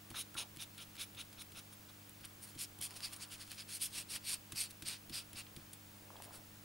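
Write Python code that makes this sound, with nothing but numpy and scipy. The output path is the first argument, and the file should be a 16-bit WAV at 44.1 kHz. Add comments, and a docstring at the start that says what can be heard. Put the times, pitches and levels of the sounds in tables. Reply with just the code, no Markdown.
"""Glue pen on card

A glue pen is dabbed and rubbed over a small card on a table. Each impact ticks and excites the
table's low modes; friction on the paper fibres then drives the card's resonances, with rasps where
the tip sticks and slips and snaps where it bounces or a glue thread breaks. Fingers knock and
slide, and near the end a sleeve brushes the paper. Mains hum, a thin whine and hiss lie beneath."""
import sys
import numpy as np
from scipy import signal
from scipy.fft import rfft, irfft
from scipy.io import wavfile
from scipy.ndimage import uniform_filter1d

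SR = 44100
rng = np.random.default_rng(int(sys.argv[2]) if len(sys.argv) > 2 else 0)


def int16_out(signal):
    """Quantize to a 16-bit WAV file."""
    q = np.round(np.clip(np.atleast_2d(signal).T, -1, 1) * 32767)
    wavfile.write(sys.argv[1], SR, q.astype(np.int16))


N = 292824

# Levels and gains are relative: each source's function scales and filters them further.
# Mains harmonics: harmonic_number, level_db
HUM_HARMONICS = [(2, -65.5), (3, -75), (4, -68.5), (6, -71)]
# Spectrum of the background hiss: frequency_hz, gain_db
HISS_SPECTRUM = [(20, -0.5), (45, -5.5), (75, -3.5), (130, -2.5), (250, -4.5), (380, -4.5), (1000, -6.5),
                 (2000, -9), (2600, -9), (4000, -12), (10000, -14.5), (15500, -17)]
# Left-right likeness of the hiss: frequency_hz, coherence
HISS_COHERENCE = [(60, 1), (180, 0.91), (330, 0.44), (550, 0.081), (1100, 0), (2200, 0.13), (5000, 0.63),
                  (9000, 0.95), (13000, 1)]
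# The pen lands, rests an instant and is dragged:
# touch_s, tick_db, thud_db, rest_s, rise_s, fall_s, scrape_db, bright_db, ring_hz
DABS = [(0.103, -36, -46.5, .036, 0.057, 0.038, -42, 4, 3870),
        (.343, -37.5, -47.5, 0.023, 0.021, .06, -43, -2.5, 6550),
        (.561, -39, -50, 0.023, 0.038, 0.03, -46.5, 1.5, 3700),
        (.748, -46, -74, 0.026, 0.049, 0.022, -51, -5, 3130),
        (0.954, -40, -61, 0.02, 0.041, 0.041, -45, 2, 2230),
        (1.148, -41, -56, 0.019, 0.041, 0.024, -48, -4, 2900),
        (1.328, -41, -59, 0.043, 0.049, 0.0073, -52.5, 0, 5200),
        (1.52, -40, -59, 0.026, 0.042, .022, -50, -1.5, 2540),
        (2.21, -44, -57, 0.02, 0.026, 0.01, -54, -6, 2800),
        (2.551, -42, -48, 0.021, 0.048, 0.043, -42, 7.5, 5560),
        (2.787, -46, -53, 0.018, 0.031, 0.05, -41.5, 8, 3260),
        (4.521, -28, -48, .027, 0.036, 0.1, -39, 4.5, 4580),
        (4.822, -31, -48, 0.028, 0.024, 0.11, -43.5, -3, 9100),
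        (5.096, -35, -45, 0.024, 0.027, 0.09, -43.5, -0.5, 4900),
        (5.331, -39, -51.5, 0.017, 0.044, 0.04, -47.5, -2.5, 2630),
        (5.563, -35.5, -46, .022, .034, .027, -67, -15, 3500)]
# Crackles of the tacky tip and flicks of the paper: start_s, level_db, bright_db
SNAGS = [(.779, -35.5, -5), (1.419, -34.5, -2), (2.811, -38, 12), (3.134, -34, 5), (3.162, -33, 3),
         (4.16, -27.5, -11), (5.467, -43.5, -34), (5.733, -34.5, 3.5), (6.165, -42, -22)]
# The card's response to a click: frequency_hz, gain_db
CLICK_SPECTRUM = [(300, -28), (1500, -5.5), (3500, 0), (6500, -6.5), (9300, 5), (12000, 0), (15500, -16)]
# Modes of the table: pitch_hz, level_db, t60_s
TABLE_MODES = [(40, -11.5, 0.28), (94, 2.5, 0.072), (143.2, -3, 0.19), (239, -4, 0.13), (331, -2.5, 0.1)]
# Bounces of the tip and breaking glue threads: start_s, level_db, bright_db
SNAPS = [(.1138, -40, -10), (.5714, -35.5, -6), (0.6234, -31, -13), (0.967, -39, -8), (2.0947, -37.5, 6),
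         (2.2501, -33.5, -3), (2.255, -33.5, 13), (2.7889, -38.5, 3), (2.908, -36.5, -6), (2.814, -28, 8),
         (3.0056, -34, -13), (3.5167, -30, -5), (4.521, -33.5, -10), (5.3316, -35, -1), (5.7315, -37, 10),
         (6.2225, -34, -3)]
# Knocks of fingers and sleeve: start_s, level_db, pitch_hz, t60_s
KNOCKS = [(.114, -39.5, 920, 0.0047), (0.3525, -41.5, 1400, .016), (0.3638, -43, 1120, .013),
          (6.104, -42.5, 1000, 0.01), (6.1565, -40, 920, 0.0068), (6.202, -42, 900, .011),
          (6.309, -42, 900, 0.0064)]
# The card's response to rubbing at three places: frequency_hz, gain_db
CARD_RIGHT_END = [(400, -20), (800, -24.5), (1400, -13), (1900, -18), (2400, -3.5), (3300, -2), (3900, 1),
                  (4800, -11), (5200, -3), (5700, -7), (6500, -6), (7300, -15), (8300, -10), (9700, 0),
                  (11100, -13), (11900, -11), (15500, -25)]
CARD_LEFT_END = [(400, -35), (1900, -10.5), (2550, -1), (3400, -1), (3850, -3), (4300, 0.5), (5300, -0.5),
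                 (6000, -5.5), (7300, -5), (8100, -5), (8800, .5), (10200, -1.5), (11100, -8), (12000, -7),
                 (13400, -15), (15500, -22)]
CARD_LOWER_EDGE = [(400, -20.5), (800, -19), (2050, -10.5), (2500, -1.5), (3100, -3), (4600, .5),
                   (5300, -.5), (6400, -8), (7900, -3), (8600, 0), (9700, 1.5), (11000, -8.5),
                   (11900, -4.5), (13200, -13.5), (15500, -24)]
# The tip rubs to and fro without lifting: crest_s, length_s, level_db, bright_db, ring_hz
SCRUBS = [(1.732, .04, -55.5, 9, 3620), (1.896, 0.037, -58.5, -7, 3800), (2.438, 0.065, -52, 9, 8900),
          (2.489, 0.1, -58, 6, 4400), (2.91, 0.049, -57.5, -1, 2800), (2.968, 0.038, -48, 4.5, 2800),
          (3.053, 0.091, -47.5, -6, 4850), (3.135, .04, -48.5, 2, 2780), (3.226, 0.086, -48, -1.5, 4800),
          (3.332, .085, -49.5, 2.5, 3000), (3.417, 0.068, -50, -4, 4440), (3.519, 0.066, -51, -2, 3020),
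          (3.6, 0.092, -49.5, -6, 4950), (3.707, 0.081, -48.5, 1.5, 4200), (3.752, 0.092, -43.5, 8, 4500),
          (3.84, 0.11, -38.5, 8.5, 9500), (3.978, 0.15, -43, 0.5, 8240), (4.114, 0.076, -45.5, 5, 3900),
          (4.152, 0.087, -44, -1.5, 12200), (4.303, 0.17, -40.5, 1.5, 4480), (4.71, .026, -51.5, 7, 4000)]
# Cloth and skin slide on the table: start_s, rise_s, fall_s, level_db, first_hz, last_hz
SLIDES = [(.141, 0.0053, .058, -53, 1410, 1100), (0.349, 0.0099, 0.12, -57, 1200, 540),
          (2.72, 0.24, .61, -65, 705, 1520), (5.95, 0.32, 0.16, -60.5, 420, 740)]
# The tip grabs and lets go: release_s, build_s, level_db, ring_hz
RASPS = [(.214, 0.011, -47, 10200), (0.395, 0.038, -43.5, 9500), (1.016, 0.027, -43, 3680),
         (3.056, 0.047, -42, 4900), (3.826, 0.025, -40, 9800), (4.343, 0.023, -37, 8700),
         (4.617, 0.031, -38.5, 8600), (4.887, 0.012, -41.5, 8800)]
# The tip creeps between scrubs: start_s, length_s, level_db
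CREEPS = [(2.862, 0.36, -60), (3.233, .45, -62), (3.858, .1, -61.5)]
# The sleeve brushes the paper: crest_s, length_s, level_db, ring_hz
SLEEVE_BRUSHES = [(6.241, 0.059, -54.5, 10000), (6.347, 0.097, -54.5, 10600)]

PLACE_CHANGES_S = [2.0, 3.9]  # the pen moves to the next part of the card
DAB_ATTACK, SCRUB_ATTACK = 0.61, 2.6  # amplitude as a power of speed: a dab bites, a scrub swells


def amp(db):
    """Amplitude ratio of a level in decibels."""
    return 10 ** (np.asarray(db) / 20)


def unit(x):
    """Normalisation to an rms of 1."""
    return x / np.sqrt(np.mean(x ** 2) + 1e-20)


def curve(points, hz):
    """Linear interpolation on a log-frequency axis."""
    f, value = np.transpose(points)
    return np.interp(np.log(hz + 1), np.log(f + 1), value)


def add(mix, start_s, sound):
    """Superposition: a sound adds to the mix from start_s on."""
    part = mix[max(round(start_s * SR), 0):][:len(sound)]
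    part += sound[:len(part)]


def decay(t, t60_s):
    """Exponential damping, by 60 dB in t60_s."""
    return np.exp(-np.log(1000) * t / t60_s)


def impulse_response(gain_db_at, size=1024):
    """Minimum phase: a magnitude spectrum determines a causal response, here of unit energy."""
    log_gain = np.log(amp(gain_db_at(abs(np.fft.fftfreq(size, 1 / SR)))))
    response = np.fft.ifft(np.exp(np.conj(signal.hilbert(log_gain)))).real[:size // 2]
    return response / np.linalg.norm(response)


def wander(cutoff_hz):
    """Low-passed noise: a random drift of rms 1."""
    f = np.fft.rfftfreq(N, 1 / SR)
    return unit(irfft(rfft(rng.standard_normal(N)) / (1 + (f / cutoff_hz) ** 4), N))


def hum_and_whine(mains_hz=50, whine_hz=15625, whine_db=-65.5, gap_share=0.35):
    """A harmonic series on the mains frequency, and an electronic whine gated once a mains cycle."""
    t = np.arange(N) / SR
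    mains = sum(amp(db) * np.cos(2 * np.pi * round(k) * mains_hz * t) for k, db in HUM_HARMONICS)
    gate = uniform_filter1d(1. * (t * mains_hz % 1 > gap_share), size=160)
    return np.sqrt(2) * mains + amp(whine_db) * unit(gate * np.sin(2 * np.pi * whine_hz * t))


def hiss(level_db=-59.5):
    """Partially coherent noise: the two channels are alike in the bass and the high treble."""
    f = np.fft.rfftfreq(N, 1 / SR)
    mid, side = rfft(rng.standard_normal((2, N))) * amp(curve(HISS_SPECTRUM, f))
    coherence = np.clip(curve(HISS_COHERENCE, f), -1, 1)
    mid, side = mid * np.sqrt(1 + coherence), side * np.sqrt(1 - coherence)
    return amp(level_db) * unit(irfft(np.array([mid + side, mid - side]), N))


def click_response(bright_db):
    """Impulse response of the card to a click, with a treble shelf."""
    shelf = [(4500, 0), (9000, bright_db)]
    return impulse_response(lambda f: curve(CLICK_SPECTRUM, f) + curve(shelf, f))


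def ticks(gain_db=-12.5, t60_s=0.042, touch_bright_db=-6.5):
    """Transient excitation: at each touch or snag, a crackle of glue and fibres rings the card."""
    out, t = np.zeros(N), np.arange(SR // 16) / SR
    events = [(touch, db, touch_bright_db) for touch, db, *_ in DABS] + SNAGS
    for start, db, bright_db in events:
        crackle = rng.standard_normal(len(t)) * decay(t, t60_s)
        add(out, start, amp(db + gain_db) * signal.fftconvolve(crackle, click_response(bright_db)))
    return out


def thuds(gain_db=-2, press_s=0.0019, lag_s=0.00458):
    """Modal vibration: the soft tip excites the table's low modes, in new phases at each spot."""
    out, t = np.zeros(N), np.arange(SR // 4) / SR
    onset = 1 - np.exp(-t / press_s)
    for touch, _, db, *_ in DABS:
        phases = rng.random(len(TABLE_MODES))
        ring = sum(amp(mode_db) * decay(t, t60) * np.sin(2 * np.pi * (hz * t + phase))
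                   for (hz, mode_db, t60), phase in zip(TABLE_MODES, phases))
        add(out, touch + lag_s, amp(db + gain_db) * onset * ring)
    return out


def snaps(crackle_db=-19, t60_s=0.013):
    """Impulse excitation: one sharp click drives the card, followed by a tiny crackle of fibres."""
    out, t = np.zeros(N), np.arange(SR // 20) / SR
    for start, db, bright_db in SNAPS:
        body = click_response(bright_db)
        force = (t == 0) + amp(crackle_db) * rng.standard_normal(len(t)) * decay(t, t60_s)
        add(out, start, amp(db) * signal.fftconvolve(force, body / abs(body).max()))
    return out


def knocks(gain_db=3, rise_s=0.00035):
    """Heavily damped oscillation: a knock of finger or sleeve lasts only a few cycles."""
    out, t = np.zeros(N), np.arange(SR // 20) / SR
    onset = 1 - np.exp(-(t / rise_s) ** 2)
    for start, db, hz, t60 in KNOCKS:
        add(out, start, -amp(db + gain_db) * onset * decay(t, t60) * np.sin(2 * np.pi * hz * t))
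    return out


def fibre_friction(snags_per_s=5000, spread_db=3.5, grip_db=0.76, grip_hz=180):
    """Friction noise: smooth rubbing plus snapping fibres, modulated by a grip that sticks and slips."""
    sizes = amp(spread_db * np.minimum(rng.exponential(1, N), 3.5)) * rng.choice([-1, 1], N)
    impulses = unit(sizes * (rng.random(N) < snags_per_s / SR))
    return unit((impulses + rng.standard_normal(N)) * amp(grip_db * wander(grip_hz)))


def shifting_resonances(x, depth_db=1.5):
    """Random spectral modulation: narrow resonances of the card come and go as the tip travels."""
    spectrogram = signal.stft(x)[2]
    patches = rng.standard_normal(spectrogram.shape)
    for _ in range(2):
        patches = uniform_filter1d(uniform_filter1d(patches, size=9, axis=1), size=3, axis=0)
    return unit(signal.istft(spectrogram * amp(depth_db * unit(patches)))[1][:N])


def swell(rise_s, fall_s, attack, release):
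    """Power law of rubbing: returns the hand's speed (0-1) and the amplitude that follows it."""
    t = np.arange(int((rise_s + fall_s) * SR)) / SR
    speed = np.sin(np.pi / 2 * np.interp(t, [0, rise_s, rise_s + fall_s], [0, 1, 0]))
    return speed, speed ** np.where(t < rise_s, attack, release)


def stroke(friction, start_s, rise_s, fall_s, db, bright_db, ring_hz, drag_db, attack,
           ring_db=4.0, ring_width_hz=320, crossover_hz=5500, speed_power=0.84):
    """Forced vibration: friction rings the card, dark as it digs in and bright as it flicks off."""
    place = np.searchsorted(PLACE_CHANGES_S, start_s + rise_s)
    card, flick_db = [(CARD_RIGHT_END, 10), (CARD_LEFT_END, 3), (CARD_LOWER_EDGE, 3)][place]
    low_shelf, high_shelf = [(1500, drag_db), (2500, 0)], [(4000, 0), (12000, bright_db)]
    body = impulse_response(lambda f: curve(card, f) + curve(low_shelf, f) + curve(high_shelf, f)
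                            + ring_db * np.exp(-((f - ring_hz) / ring_width_hz) ** 2))
    speed, envelope = swell(rise_s, fall_s, attack, release=0.8)
    n = len(speed)
    lift = amp(flick_db * np.linspace(-.5, .5, n))  # less pressure: more treble, less body
    scratch = signal.fftconvolve(friction[int(start_s * SR):][:n], body)[:n]
    lows = signal.filtfilt(*signal.butter(2, crossover_hz, fs=SR), scratch)
    highs = scratch - lows
    return amp(db) * envelope * (lows / np.sqrt(lift) + highs * lift * speed ** speed_power)


def pen_strokes(rise_share=0.59, firm_db=-34, firm_drag_db=-2, drag_slope=0.6458):
    """Sliding friction of the tip: a scrape after each landing, and scrubs to and fro."""
    out, friction = np.zeros(N), shifting_resonances(fibre_friction())
    moves = [(touch + rest, *scrape, DAB_ATTACK) for touch, _, _, rest, *scrape in DABS]
    for crest, length, *scrape in SCRUBS:
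        rise = rise_share * length
        moves.append((crest - rise, rise, length - rise, *scrape, SCRUB_ATTACK))
    for start, rise, fall, db, bright_db, ring_hz, attack in moves:
        drag_db = firm_drag_db + drag_slope * (firm_db - db)  # lighter strokes keep more low drag
        add(out, start, stroke(friction, start, rise, fall, db, bright_db, ring_hz, drag_db, attack))
    return out


def slides(width_hz=750, slips_per_s=88, slip_size=0.67, gain_db=-2):
    """Soft friction of cloth and skin, with nearly regular slips, drives a broad, gliding resonance."""
    slip_count = np.floor(np.cumsum(slips_per_s * amp(2 * wander(20))) / SR)
    slips = np.diff(slip_count, prepend=0)
    rub = (rng.standard_normal(N) + slip_size * unit(slips)) * amp(2 * wander(26))
    out, pole = np.zeros(N), np.exp(-np.pi * width_hz / SR)
    for start, rise, fall, db, first_hz, last_hz in SLIDES:
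        envelope = swell(rise, fall, attack=0.91, release=0.6)[1][:N - int(start * SR)]
        glide_hz = np.linspace(first_hz, last_hz, len(envelope))
        carrier = np.exp(2j * np.pi * np.cumsum(glide_hz) / SR)
        # shifting down, low-passing and shifting back makes a moving band-pass
        baseband = rub[int(start * SR):][:len(carrier)] / carrier
        band = (carrier * signal.lfilter([1], [1, -2 * pole, pole * pole], baseband)).real
        add(out, start, amp(db + gain_db) * envelope * unit(band))
    return out


def rasps(build_power=1.7, let_go_s=0.008, width_hz=550, focus_db=12):
    """Stick-slip: the tip grabs, judders ever harder on one resonance of the card, then lets go."""
    out, judder = np.zeros(N), fibre_friction(spread_db=2.5, grip_db=1.8, grip_hz=300)
    for release, build, db, hz in RASPS:
        body = impulse_response(lambda f: curve(CARD_LOWER_EDGE, f)
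                                + focus_db * np.exp(-((f - hz) / width_hz) ** 2))
        _, envelope = swell(build, let_go_s, build_power, release=1)
        start, n = release - build, len(envelope)
        rasp = signal.fftconvolve(judder[int(start * SR):][:n], body)[:n]
        add(out, start, amp(db) * envelope * unit(rasp))
    return out


def creeps():
    """Shot noise: a slow tip plucks the fibres one by one in a faint, uneven crackle."""
    out, body = np.zeros(N), impulse_response(lambda f: curve(CARD_LEFT_END, f))
    crackle = signal.oaconvolve(fibre_friction(snags_per_s=700, spread_db=2.0, grip_db=2.5), body)
    for start, length, db in CREEPS:
        fade = signal.get_window(("tukey", .5), int(length * SR))
        add(out, start, amp(db) * fade * crackle[int(start * SR):][:len(fade)])
    return out


def sleeve(bright_db=5, drag_db=15):
    """Sliding friction of cloth on paper, softer and broader in spectrum than the pen's."""
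    out, friction = np.zeros(N), fibre_friction()
    for crest, length, db, ring_hz in SLEEVE_BRUSHES:
        half = length / 2
        brush = stroke(friction, crest - half, half, half, db, bright_db, ring_hz, drag_db, SCRUB_ATTACK)
        add(out, crest - half, brush)
    return out


def reflections(x, t60_s=0.18, echoes_per_s=3000, first_echo_s=0.003,
                spectrum_hz_db=((100, -20), (1000, -8), (3000, -15), (9000, -19), (15000, -28))):
    """Reverberation of a small furnished room: sparse decaying echoes, different in each channel."""
    t = np.arange(SR // 3) / SR
    echoes = rng.standard_normal((2, len(t))) * (rng.random((2, len(t))) < echoes_per_s / SR)
    echoes *= (t > first_echo_s) * decay(t, t60_s)
    echoes /= np.linalg.norm(echoes, axis=1, keepdims=True)
    wet = signal.fftconvolve(x[None], echoes, axes=1)[:, :N]
    return irfft(rfft(wet) * amp(curve(spectrum_hz_db, np.fft.rfftfreq(N, 1 / SR))), N)


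def scene():
    """Superposition of the centred direct sound, its reflections and the steady background."""
    pen = pen_strokes() + creeps() + rasps() + ticks() + snaps() + thuds()
    direct = pen + knocks() + slides() + sleeve()
    return direct + reflections(direct) + hum_and_whine() + hiss()


def record(dry):
    """Band limiting by a linear-phase low-pass filter."""
    low_pass = signal.firwin(1023, cutoff=15900, window=("kaiser", 9), fs=SR)
    return signal.oaconvolve(dry, low_pass[None], "same", axes=1)


dry = scene()
out = record(dry)
int16_out(out)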